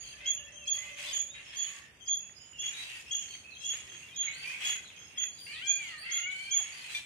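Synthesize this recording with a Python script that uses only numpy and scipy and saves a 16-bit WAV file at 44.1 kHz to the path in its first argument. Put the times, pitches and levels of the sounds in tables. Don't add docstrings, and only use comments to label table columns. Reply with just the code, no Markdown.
import sys
import numpy as np
from scipy import signal
from scipy.fft import rfft, irfft
from scipy.io import wavfile
from scipy.ndimage import uniform_filter1d

SR = 44100
rng = np.random.default_rng(int(sys.argv[2]) if len(sys.argv) > 2 else 0)


def field_ratio(decibels):
    return 10 ** (np.asarray(decibels, dtype=float) / 20)


def dump_mix(stems):
    frames = np.atleast_2d(stems).T
    limited = np.clip(frames, -1, 1)
    pcm = np.round(limited * 32767).astype(np.int16)
    wavfile.write(sys.argv[1], SR, pcm)


N = 310905


def rms_one(x):
    return x / np.sqrt(np.mean(np.abs(x) ** 2) + 1e-20)


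def at_hz(points, hz):
    point_hz, point_db = np.array(points)[:, 0], np.array(points)[:, 1]
    return np.interp(np.log(hz), np.log(point_hz), point_db)


def bin_hz():
    return np.maximum(np.arange(N // 2 + 1) * SR / N, 1)


def span(rows):
    s, *columns = np.transpose(rows)
    at = np.arange(round(s[0] * SR), min(round(s[-1] * SR), N))
    return at[0], [np.interp(at / SR, s, c) for c in columns]


def seconds(length):
    return np.arange(round(length * SR)) / SR


def drift(size, rate_hz, channels):
    step, settle = 16, 1500
    r = np.exp(-2 * np.pi * rate_hz * step / SR)
    smoothing = [[1, 0, 0, 1, -2 * r, r * r], [1, 0, 0, 1, -r * r, 0]]
    noise = rng.standard_normal((channels, size // step + settle + 2))
    slow = signal.sosfilt(smoothing, noise)[:, settle:]
    return np.array([np.interp(np.arange(size) / step, np.arange(len(v)), rms_one(v)) for v in slow])


def add(out, at, sound, pan_db=0):
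    size = min(sound.shape[1], N - at)
    out[:, at:at + size] += (sound * field_ratio(np.array([[.5], [-.5]]) * pan_db))[:, :size]


def voiced(t, attack_s, hold_s, fade_db_per_s):
    return -30 * np.clip(1 - t / attack_s, 0, 9) - fade_db_per_s * np.maximum(t - hold_s, 0)


def whistle(hz, db, scatter, waver_hz):
    phase = 2 * np.pi * (np.cumsum(hz) / SR + rng.random())
    paths = drift(len(hz), waver_hz, channels=4)
    share = np.clip(scatter, 0, 1)
    from_ends = np.minimum(np.arange(len(hz)), np.arange(len(hz))[::-1])
    edge = np.minimum(from_ends / (0.0016 * SR), 1)
    in_phase = (np.sqrt(2 - 2 * share) + np.sqrt(share) * paths[:2]) * np.sin(phase)
    return field_ratio(db) * edge * (in_phase + np.sqrt(share) * paths[2:] * np.cos(phase))


def coloured(source, spectrum):
    return rms_one(irfft(rfft(source) * field_ratio(at_hz(spectrum, bin_hz())), N))


def near_bird():
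    # start in seconds, time to full voice in seconds, first partial in dB, octave in dB,
    # share of the pitch it starts below.
    cheeps = [(0.251, 0.063, -33, -27, 0.087), (0.664, 0.08, -34.5, -28.5, 0.048),
              (1.119, 0.086, -40.5, -30, 0.062), (1.552, 0.079, -39.5, -30.5, 0.079),
              (2.067, 0.07, -37.5, -28, 0.05), (2.581, 0.093, -38.5, -32.5, 0.024),
              (3.103, 0.057, -34.5, -30.5, 0.053), (3.635, 0.073, -35.5, -31, 0.0347),
              (4.152, 0.07, -38, -30.5, 0.018), (4.64, 0.072, -34, -31, 0.03),
              (5.169, 0.068, -35.5, -30, 0.014), (5.66, 0.054, -36, -26.5, 0.019),
              (6.104, 0.069, -37.5, -27.5, 0.061), (6.502, 0.073, -35, -25, 0.083)]
    # multiple of the pitch, level in dB relative to the octave.
    upper_partials = [(3, -23), (4, -31.5)]
    top_hz, rise_s, sag_per_s = 3352, 0.01207, 0.0549
    first_attack_s, octave_attack_s, swell_depth_db = .009, 0.014, 4.5
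    first_fade_db_per_s, octave_fade_db_per_s = 300, 248
    octave_late_db, octave_late_s = 7.5, 0.088
    flutter_width_hz = 75
    out, t = np.zeros((2, N)), seconds(.3)
    scatter = 0.33 + 3.35 * t
    flutter_db = -6 - 9 * t / .045
    for s, full_s, first_db, octave_db, scoop in cheeps:
        at = round(s * SR)
        bend = scoop * np.exp(-np.maximum(t - .005, 0) / rise_s) + sag_per_s * np.minimum(t, .15)
        hz = top_hz * (1 + 0.00152 * rng.standard_normal()) * (1 - bend)
        swell_db = -swell_depth_db * np.maximum(1 - t / full_s, 0)
        low_db = first_db + swell_db + voiced(t, first_attack_s, full_s, first_fade_db_per_s)
        high_db = octave_db + swell_db + voiced(t, octave_attack_s, full_s, octave_fade_db_per_s)
        high_db = high_db - octave_late_db * np.exp(-t / octave_late_s)
        add(out, at, whistle(hz, low_db, scatter, 29.8))
        add(out, at, whistle(2 * hz, high_db, scatter, 54.6))
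        add(out, at, whistle(hz, low_db + flutter_db, 0.99, flutter_width_hz))
        add(out, at, whistle(2 * hz, high_db + flutter_db, 1, 2 * flutter_width_hz))
        catch_db = octave_db - 30.5 + voiced(t, 0.0052, 0.018, 600)
        add(out, round((s - .008) * SR), whistle(5200 + 0 * t, catch_db, 1, 140))
        for multiple, db in upper_partials:
            add(out, at, whistle(multiple * hz, high_db + db, 0.78, 55))
    return out


def song():
    # time in seconds, pitch in Hz, effort in dB, beak opening as dB of the upper partials.
    slurs = [
        [(5.465, 533.4, -58, 3), (5.55, 623.7, -48, 0), (5.605, 663, -46, 2), (5.636, 786, -40.5, 2),
         (5.72, 807, -37, -8), (5.8, 802, -38, -16), (5.86, 717, -43.5, -26), (5.95, 617, -44.5, -26),
         (6.01, 599, -45, -18)],
        [(6.01, 597, -48, -21), (6.08, 699.5, -44, -18), (6.17, 682, -40.5, -5), (6.255, 709.4, -37, -1.5),
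         (6.275, 749.4, -35, -11), (6.4, 763, -44, 0), (6.5, 797, -45, 5), (6.53, 785, -41.5, -6),
         (6.57, 702, -45, 1)],
    ]
    # frequency in Hz, level in dB.
    singer_throat = [(700, -38), (1250, -19), (1650, -17), (2350, 1), (3100, -5), (3900, -35)]
    out = np.zeros((2, N))
    for slur in slurs:
        at, (hz, db, open_db) = span(slur)
        rasp_db = np.minimum(-4.5 - .08 * (hz - 700), 3)
        hz = hz * (1 + .007 * drift(len(hz), 40, channels=1)[0])
        for multiple in range(1, 6):
            upper = multiple > 3
            level_db = db + at_hz(singer_throat, multiple * hz) + open_db * upper
            partial_rasp_db = level_db + rasp_db - 8 * (multiple < 3)
            add(out, at, whistle(multiple * hz, level_db, .5 + 0.42 * upper, 22), 1.5)
            add(out, at, whistle(multiple * hz, partial_rasp_db, 0.63, 200), 1.5)
    return out


def squeak():
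    # start in seconds, length in seconds, pitch in Hz.
    s, length, squeak_hz = (6.947, 0.04, 1185)
    # multiple of the pitch, level in dB.
    squeak_partials = [(1, -68), (2, -32.5), (3, -36), (4, -50), (5, -49.5), (6, -51), (7, -56), (9, -74)]
    out, t = np.zeros((2, N)), seconds(.12)
    for multiple, db in squeak_partials:
        level_db = db - 2.5 - 20 * (t > length) - 60 * t
        add(out, round(s * SR), whistle(multiple * squeak_hz + 0 * t, level_db, 0.39, 18.5))
    return out


def caws():
    # start in seconds, length in seconds, first pitch in Hz, last pitch in Hz, level in dB.
    caw_rows = [(0.199, 0.079, 508, 532, -50.5), (0.766, 0.16, 493, 513, -58.5),
                (0.963, 0.13, 536, 501, -53), (1.333, 0.076, 352, 343.6, -54.5),
                (1.659, 0.13, 449, 457, -63.5), (2.629, 0.18, 344, 349, -57),
                (2.873, 0.13, 383, 372, -56.5), (3.738, 0.082, 488, 483, -62),
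                (4.234, 0.18, 449, 515, -51.5), (4.45, 0.13, 481, 530.5, -52),
                (4.598, 0.13, 254.7, 282.6, -47), (4.736, 0.056, 513.5, 506, -49.5),
                (5.194, 0.06, 507, 488, -51), (5.463, 0.14, 527, 644, -55), (6.02, .1, 620, 714, -47.5),
                (6.045, 0.097, 518.5, 533, -50), (6.714, 0.15, 494.5, 511, -57.5),
                (6.563, .15, 441, 446, -54), (6.885, .07, 312, 312, -59)]
    # frequency in Hz, level in dB.
    caw_throat = [(1000, -32), (1400, -20.5), (1600, -12), (2100, -5.5), (2600, -3), (3200, -14),
                  (4200, -24), (5200, -33)]
    out = np.zeros((2, N))
    for s, length, first_hz, last_hz, db in caw_rows:
        at, t = round(s * SR), seconds(length + .06)
        glide_hz = last_hz + (first_hz - last_hz) * np.maximum(1 - t / length, 0) ** 2
        hz = glide_hz * (1 + .006 * drift(len(t), 30, channels=1)[0])
        voice_db = db + voiced(t, .008, length, 501)
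        uneven_db = 2.0 * drift(len(t), 7.4, channels=15)
        for multiple in range(3, 15):
            level_db = voice_db + at_hz(caw_throat, multiple * hz) + uneven_db[multiple]
            add(out, at, whistle(multiple * hz, level_db, .6, 25), 1.5)
            add(out, at, whistle(multiple * hz, level_db + 1.5, 1, 120), 1.5)
    return out


def snaps():
    # start in seconds, peak level in dB, ringing frequency in Hz.
    clicks = [(2.089, -39.5, 2440), (2.296, -45, 1930), (2.5252, -53, 1480), (2.547, -56, 1900),
              (2.337, -58, 2000), (2.353, -65, 1950), (1.796, -48, 1700), (1.821, -58, 1510),
              (1.906, -57, 1800), (3.285, -44.5, 1900), (3.3523, -38.5, 2090), (3.7371, -39, 1870),
              (3.74, -47, 513), (3.756, -41, 1900), (3.121, -44, 2100), (3.145, -50, 1690),
              (3.95, -42, 1910), (4.2822, -33, 2250), (4.8457, -47, 1510), (4.903, -41, 2570),
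              (5.001, -54, 1600), (5.015, -51, 1610), (5.034, -52, 1600), (4.076, -50, 1710),
              (4.094, -53, 1710), (3.921, -45, 1730), (5.184, -39, 2100), (5.2134, -43, 2600),
              (5.2383, -33.5, 2020)]
    out, t = np.zeros((2, N)), seconds(.03)
    for s, db, hz in clicks:
        ring = np.sin(2 * np.pi * hz * t) * np.exp(-t / 0.0015) * np.minimum(t / 0.00026, 1)
        add(out, round(s * SR), field_ratio(db + 2.5) * np.array([ring, ring]))
    return out


def glided(rows, octave_db, third_db=-60, scatter=0.64, waver_hz=80):
    out = np.zeros((2, N))
    for s, length, first_hz, last_hz, db, pan_db in rows:
        t = seconds(length + .01)
        if first_hz < 1.02 * last_hz:
            remaining = np.exp(-t / (0.006 + min(.2 * length, .02)))
        else:
            remaining = np.maximum(1 - t / length, 0)
        hz = last_hz + (first_hz - last_hz) * remaining
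        hz = hz * (1 + .004 * drift(len(t), 30, channels=1)[0])
        level_db = db - 2.0 - 9 * np.exp(-t / 0.0008)
        sound = whistle(hz, level_db, scatter, waver_hz)
        sound = sound + whistle(2 * hz, level_db + octave_db, 0.95, 93)
        sound = sound + whistle(3 * hz, level_db + third_db, 0.9, 140)
        add(out, round(s * SR), sound, pan_db)
    return out


def close_notes():
    # start in seconds, length in seconds, first pitch in Hz, last
    # pitch in Hz, level in dB.
    gulps = [
        (6.195, 0.0255, 1100, 764, -74),
        (6.586, 0.022, 1560, 760, -54.5),
        (3.9, .05, 410, 348, -65),
        (3.87, 0.082, 385, 380, -68),
        (2.59, .04, 415, 350, -69),
        (6, .05, 510, 840, -66.5),
    ]
    # start in seconds, length in seconds, first pitch in Hz, last pitch in Hz, level in dB,
    # left-right difference in dB.
    clear_notes = [(0.775, .165, 1960, 2065, -48.5, -1), (4.5, .09, 1700, 2300, -50, -5),
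                   (4.025, 0.039, 2820, 2770, -53.5, 0), (4.085, 0.039, 3480, 3130, -53, -1),
                   (0.113, 0.023, 2880, 2620, -52, -4), (9.7, 0.1, 3400, 2200, -53, -1),
                   (5.2, 0.073, 2900, 2530, -49.5, -3), (3.98, 0.047, 2630, 2640, -60, -5),
                   (4.08, 0.1, 2200, 2500, -56, 0), (4.235, 0.24, 1450, 1570, -62, 1),
                   (1.66, 0.12, 1800, 1600, -64, 0), (2.88, 0.12, 2830, 2610, -51.5, 0),
                   (0.17, 0.028, 2700, 2450, -55, -5), (0.2, 0.22, 2300, 2680, -57, 0),
                   (0.375, 0.055, 2900, 2830, -51.5, -2), (0.59, .065, 2860, 2600, -52.5, 1),
                   (2.76, 0.07, 3120, 4000, -57, 2), (2.6, 0.036, 3120, 2400, -57, 2),
                   (0.83, 0.11, 3040, 2600, -56, 4), (1.285, 0.093, 3335, 3800, -52.5, -4)]
    return glided([(*row, 0) for row in gulps] + clear_notes, -31, scatter=0.24, waver_hz=25)


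def held(rows, scoop):
    return [(s, length, hz * (1 - scoop), hz, db, pan_db) for s, length, hz, db, pan_db in rows]


def neighbours():
    # start in seconds, length in seconds, pitch in Hz,
    # level in dB, left-right difference in dB.
    far_cheeps = [(0.03, 0.1, 3218, -57.5, 2), (0.52, 0.12, 3192, -59, 0), (0.92, 0.096, 3170, -60, 0),
                  (1.44, 0.049, 3230, -68, 7), (2.0, 0.069, 3220, -59, 4.5), (3.2, 0.16, 3176, -55, -1),
                  (3.55, 0.1, 3240, -57.5, 11.5), (3.89, 0.087, 3262, -55.5, -1.5),
                  (4.96, 0.073, 3250, -57, -2.5)]
    pure_notes = [(0.13, 0.043, 1750, -61, -3), (0.39, 0.1, 1778, -65.5, 1), (0.48, 0.027, 1976, -62.5, -5),
                  (0.97, 0.063, 2570, -53, 2), (1.5, 0.39, 1800, -63, -5), (1.55, 0.26, 1130, -68.5, 1),
                  (2.2, 0.04, 2650, -59, 2), (2.39, 0.055, 3023, -60.5, -5), (2.74, 0.081, 3875, -45.5, 2),
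                  (3.44, 0.09, 2610, -53.5, -3), (3.87, 0.21, 2720, -60.5, 5),
                  (4.27, 0.015, 2228, -40.5, -2), (5.05, 0.14, 2750, -63, 0),
                  (6.06, 0.081, 2128, -41.5, -3.5)]
    thin_notes = [(0, 0.031, 6705, -50, 1), (1.14, 0.083, 7060, -46.5, 3), (1.58, 0.098, 6955, -49, 3),
                  (2.055, 0.048, 7170, -64, -3), (2.06, 0.081, 4830, -61.5, -2),
                  (2.35, 0.076, 5040, -58.5, -5.5), (2.38, 0.14, 6940, -61.5, -5),
                  (3.12, 0.075, 6640, -63, -35), (3.58, 0.044, 6470, -55.5, 0),
                  (2.805, 0.038, 4750, -56, 0), (5.7, 0.092, 8920, -64.5, 7),
                  (1.045, 0.034, 4060, -51.5, -5), (1.07, .04, 4860, -53, -2), (4.96, 0.12, 5150, -65.5, 2),
                  (6.815, 0.04, 4280, -57, -3), (6.885, .09, 3986, -54, 0)]
    # start in seconds, length in seconds, pitch in Hz, level in dB, share of pitch it starts below.
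    reedy_notes = [(0, .11, 4680, -56, 0.041), (0.655, 0.035, 2630, -49, 0.035),
                   (0.656, 0.092, 4590, -58.5, 0.11), (2.578, 0.13, 2866, -50, 0.057),
                   (3.061, 0.16, 2860, -52, 0.12), (3.282, 0.071, 4440, -57.5, 0.0367),
                   (3.604, 0.1, 2830, -49.5, 0.079), (4.309, 0.17, 4610, -53.5, 0.3),
                   (5.315, 0.078, 4770, -62, 0.1), (5.386, .07, 4756, -48.5, 0.0095),
                   (5.7, 0.07, 4630, -59, 0.15), (5.978, 0.044, 4690, -49, 0.13),
                   (6.358, 0.095, 4365, -57.5, 0.0235), (6.722, 0.062, 4760, -54, 0.06)]
    # start in seconds, length in seconds, first pitch in Hz, last pitch in Hz, level in dB.
    slides = [(0.467, 0.03, 2700, 2660, -53), (1.07, 0.038, 3640, 3414, -44),
              (2.53, 0.045, 2940, 2800, -53), (3.505, 0.039, 4420, 3790, -56.5),
              (3.6, 0.059, 4150, 3450, -58), (3.295, .04, 3300, 2450, -54.5), (3.31, .025, 4450, 3700, -60),
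              (6.3, 0.015, 4250, 3400, -55), (4.133, 0.15, 3600, 3900, -56.5),
              (4.44, 0.096, 2220, 2500, -42.5), (4.845, 0.095, 4260, 2600, -56.5),
              (5.372, 0.037, 4200, 3120, -57), (6.143, 0.035, 4150, 3800, -57),
              (6.57, .04, 3330, 3300, -59), (6.969, 0.015, 4000, 1710, -60), (1.55, 0.096, 4700, 4350, -58),
              (1.45, 0.052, 5410, 5230, -59), (0.049, 0.057, 4300, 4100, -59.5),
              (5.84, 0.041, 3300, 2920, -62), (5.506, .05, 9100, 8000, -61), (5.51, 0.03, 4800, 4200, -53),
              (5.535, 0.035, 4250, 3450, -51.5), (5.56, .03, 4800, 3700, -55)]
    # start in seconds, level in dB.
    trill = [(5.452, -60), (5.48, -60), (5.51, -62), (5.6, -62), (5.64, -62), (5.676, -61), (5.775, -63),
             (5.855, -59), (5.892, -58), (5.915, -64), (5.94, -59), (6.031, -59), (6.055, -64), (6.08, -63),
             (6.108, -60), (6.141, -58), (6.176, -61), (6.385, -62), (6.418, -56), (6.452, -58),
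             (6.48, -62), (6.765, -61), (6.79, -60)]
    chips = [(s, .018, 4720, 4200, db, -5) for s, db in trill]
    reedy = [(s, length, hz * (1 - scoop), hz, db, 2.5) for s, length, hz, db, scoop in reedy_notes]
    plain = held(pure_notes, 0.029) + held(thin_notes, 0.009)
    plain = plain + [(*row, -1.5) for row in slides] + chips
    cheeping = glided(held(far_cheeps, 0.0243), -0.58)
    return cheeping + glided(reedy, -9.5, third_db=-21) + glided(plain, -35.0)


def dove():
    # time in seconds, pitch in Hz, level in dB.
    hum = [(0.1, 605.7, -68.5), (0.258, 587.9, -67.5), (1.052, 588, -61), (1.374, 560, -71.5),
           (1.494, 594.7, -75), (1.6, 610, -78)]
    out = np.zeros((2, N))
    at, (hz, db) = span(hum)
    add(out, at, whistle(hz, db, 1.0, 22))
    add(out, at, whistle(2 * hz, db - 9.5, 1.0, 10.2))
    add(out, at, whistle(3 * hz, db - 7.5, 1.0, 27))
    return out


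def scolding(which, lag, fade_db_per_s):
    # start in seconds, time to open in seconds, length in seconds, throat in dB, hiss in dB.
    calls = [(0, 0.0099, 0.19, -56.5, -72), (0.103, 0.2, 0.17, -46.5, -78),
             (0.717, 0.029, 0.19, -49.5, -61), (0.894, 0.093, 0.25, -42.5, -50),
             (1.33, 0.019, 0.22, -52, -67.5), (1.485, 0.051, 0.3, -50, -59), (2.607, 0.026, 0.22, -49, -58),
             (2.71, 0.042, 0.3, -48.5, -57), (3.066, 0.018, 0.29, -55.5, -62.5),
             (3.57, .05, 0.11, -74, -58.5), (3.666, 0.079, 0.051, -40.5, -46),
             (3.788, .03, 0.29, -54.5, -64.5), (4.134, 0.1, 0.19, -47, -80), (4.331, 0.11, 0.2, -45, -54),
             (4.512, 0.11, 0.2, -40.5, -46), (4.892, 0.02, 0.45, -60.5, -92),
             (5.122, 0.046, 0.039, -50.5, -85), (5.42, 0.047, 0.19, -56.5, -61),
             (5.607, 0.037, 0.084, -54, -57.5), (5.73, 0.079, 0.19, -49, -60),
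             (5.958, 0.13, 0.25, -50, -60), (6.289, 0.024, 0.21, -54.5, -58.5),
             (6.503, 0.073, 0.45, -47, -57.5), (6.83, 0.07, 0.14, -44, -50.5)]
    t = np.arange(0, N / SR + .01, .002)
    power = 0
    for s, attack_s, length, *levels in calls:
        power = power + field_ratio(2 * (levels[which] + voiced(t - s, lag * attack_s, length, fade_db_per_s)))
    return np.interp(np.arange(N) / SR, t, np.sqrt(power))


def streaked(x, depth_db):
    spectra = signal.stft(x, nperseg=512)[2]
    streaks = rng.standard_normal(spectra.shape[1:])
    for _ in range(2):
        streaks = uniform_filter1d(streaks, size=14, axis=1)
    return rms_one(signal.istft(spectra * field_ratio(depth_db * rms_one(streaks)), nperseg=512)[1][:, :N])


def flock():
    # frequency in Hz, level in dB per Hz.
    throat = [(600, -9.5), (1200, -0.5), (1550, -17), (2000, 12), (2600, 17), (3300, 14.5), (4200, -72),
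              (5200, -39)]
    hiss_spectrum = [(4000, 0), (5500, -1.5), (7000, 2), (9300, -3), (11400, -8.5), (12300, -13),
                     (15500, -14.5)]
    pulses = (rng.random(N) < 500 / SR) * (.5 + rng.random(N))
    chop = 1.8 + rms_one(signal.lfilter([1], [1, -np.exp(-1 / (.001 * SR))], pulses))
    breath, throats = chop * rng.standard_normal((2, N)), 0
    for hz, swell in zip(np.geomspace(800, 5000, 30), drift(N, 6.0, channels=30)):
        r = np.exp(-np.pi * .024 * hz / SR)
        resonance = [1, -2 * r * np.cos(2 * np.pi * hz / SR), r * r]
        ring = signal.lfilter([1 - r, 0, r - 1], resonance, breath)
        throats = throats + field_ratio(at_hz(throat, hz) + 3.5 * swell) * ring
    low_pass = signal.butter(4, 3700, fs=SR, output="sos")
    voices = scolding(0, 1, 119) * rms_one(signal.sosfilt(low_pass, throats))
    hiss = streaked(coloured(breath, [(2500, -55)] + hiss_spectrum + [(17000, -62)]), 5)
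    return voices + field_ratio(1.5) * scolding(1, 1.3, 159) * hiss


def air():
    # frequency in Hz, left-right likeness from 0 to 1.
    likeness = [(30, .9), (60, 1), (180, 0.64), (550, 0.69), (1650, 0.014), (4970, 0.016), (15000, 0.01)]
    # frequency in Hz, level in dB per Hz.
    air_spectrum = [(20, -47), (40, -41), (62, -1), (125, 0.5), (300, -7), (1200, -12.5), (2600, -5),
                    (4200, -17), (6400, -12), (7600, -20.5), (9300, -15.5), (11500, -22), (15500, -23)]
    alike = np.clip(at_hz(likeness, bin_hz()), 0, 1)
    mid, side = rfft(rng.standard_normal((2, N))) * [np.sqrt(1 + alike), np.sqrt(1 - alike)]
    gusts_db = 1.0 * drift(N, 0.19, channels=1)
    noise = irfft(np.array([mid + side, mid - side]), N)
    return field_ratio(-59 + gusts_db) * coloured(noise, air_spectrum)


def engine():
    # time in seconds, level in dB.
    rumble = [(0.0, -63), (0.96, -69), (1.08, -63.5), (1.55, -72), (4.32, -74), (4.46, -88), (6.64, -74),
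              (7.05, -69)]
    _, (db,) = span(rumble)
    band = signal.butter(2, [52, 76], "band", fs=SR, output="sos")
    low = signal.sosfilt(band, rng.standard_normal(len(db)))
    out = np.zeros((2, N))
    add(out, 0, field_ratio(db - 4.5) * rms_one(low)[None])
    return out


def leaves(x, t60, wet_db):
    t = seconds(.9)
    shape = field_ratio(-60 * t / t60) + field_ratio(-22.0 - 60 * t / 1.6)
    paths = rng.standard_normal((2, len(t))) * shape / np.sqrt(np.sum(shape ** 2))
    return x + field_ratio(wet_db) * signal.fftconvolve(x, paths, axes=1)[:, :N]


def scene():
    close = near_bird() + song() + squeak() + dove() + caws() + snaps() + close_notes()
    near = leaves(close, t60=0.36, wet_db=-8.5)
    far = leaves(neighbours(), t60=0.33, wet_db=2.5)
    return near + far + flock() + air() + engine()


def shadowed(x):
    # frequency in Hz, left-right difference in dB.
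    ports = [(500, 0), (2000, -4), (2800, -0.5), (3300, 4.5), (4600, -1.5), (5100, -2.5), (6700, -10),
             (8000, 6.5), (9500, 5.5), (12000, -0.5)]
    hz, left_lead_s = bin_hz(), .00005
    shade = field_ratio(np.outer([.5, -.5], at_hz(ports, hz)))
    lead = np.exp(1j * np.pi * np.outer([1, -1], hz) * left_lead_s)
    return irfft(rfft(x) * shade * lead * (hz < 15560), N)


def gated(x):
    # frequency in Hz, share of the time dropped.
    thrown = [(10300, .45), (11600, .5), (12400, .75), (13400, .45), (14200, .65), (15500, .75)]
    size, width = 2048, 12
    shadow_start_db, fall_db_per_band = 18.5, 4.4
    spectra = signal.stft(x, nperseg=size)[2]
    bands = spectra[:, :1020].reshape(2, -1, width, spectra.shape[2])
    level_db = 10 * np.log10(np.mean(np.abs(bands) ** 2, axis=(0, 2)) + 1e-20)
    index = np.arange(len(level_db))
    band_hz = index[:, None] * width * SR / size
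    fall_db = fall_db_per_band * index[:, None]
    shadow_db = np.maximum.accumulate(level_db + fall_db, axis=0) - fall_db - shadow_start_db
    whim_db = uniform_filter1d(rng.standard_normal(level_db.shape), 5, axis=1) * 14
    shares = at_hz(thrown, (index + .5) * width * SR / size)
    chance_db = level_db + whim_db
    floor_db = np.array([[np.quantile(row, share)] for row, share in zip(chance_db, shares)])
    faint = (band_hz > 10300) & (chance_db < floor_db)
    lull_db = np.quantile(level_db, .04, axis=1, keepdims=True)
    lulls = (band_hz > 3600) & (level_db + .5 * whim_db < lull_db)
    heard = (level_db + .3 * whim_db > shadow_db) & ~faint & ~lulls
    kept = spectra * np.pad(np.repeat(heard, width, axis=0), [(0, 5), (0, 0)])
    return signal.istft(kept, nperseg=size)[1][:, :N]


def top_cut(x):
    return signal.sosfilt(signal.butter(12, 15610, fs=SR, output="sos"), x)


def record(dry):
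    mix = gated(shadowed(dry))
    return top_cut(mix)


dry = scene()
out = record(dry)
dump_mix(out)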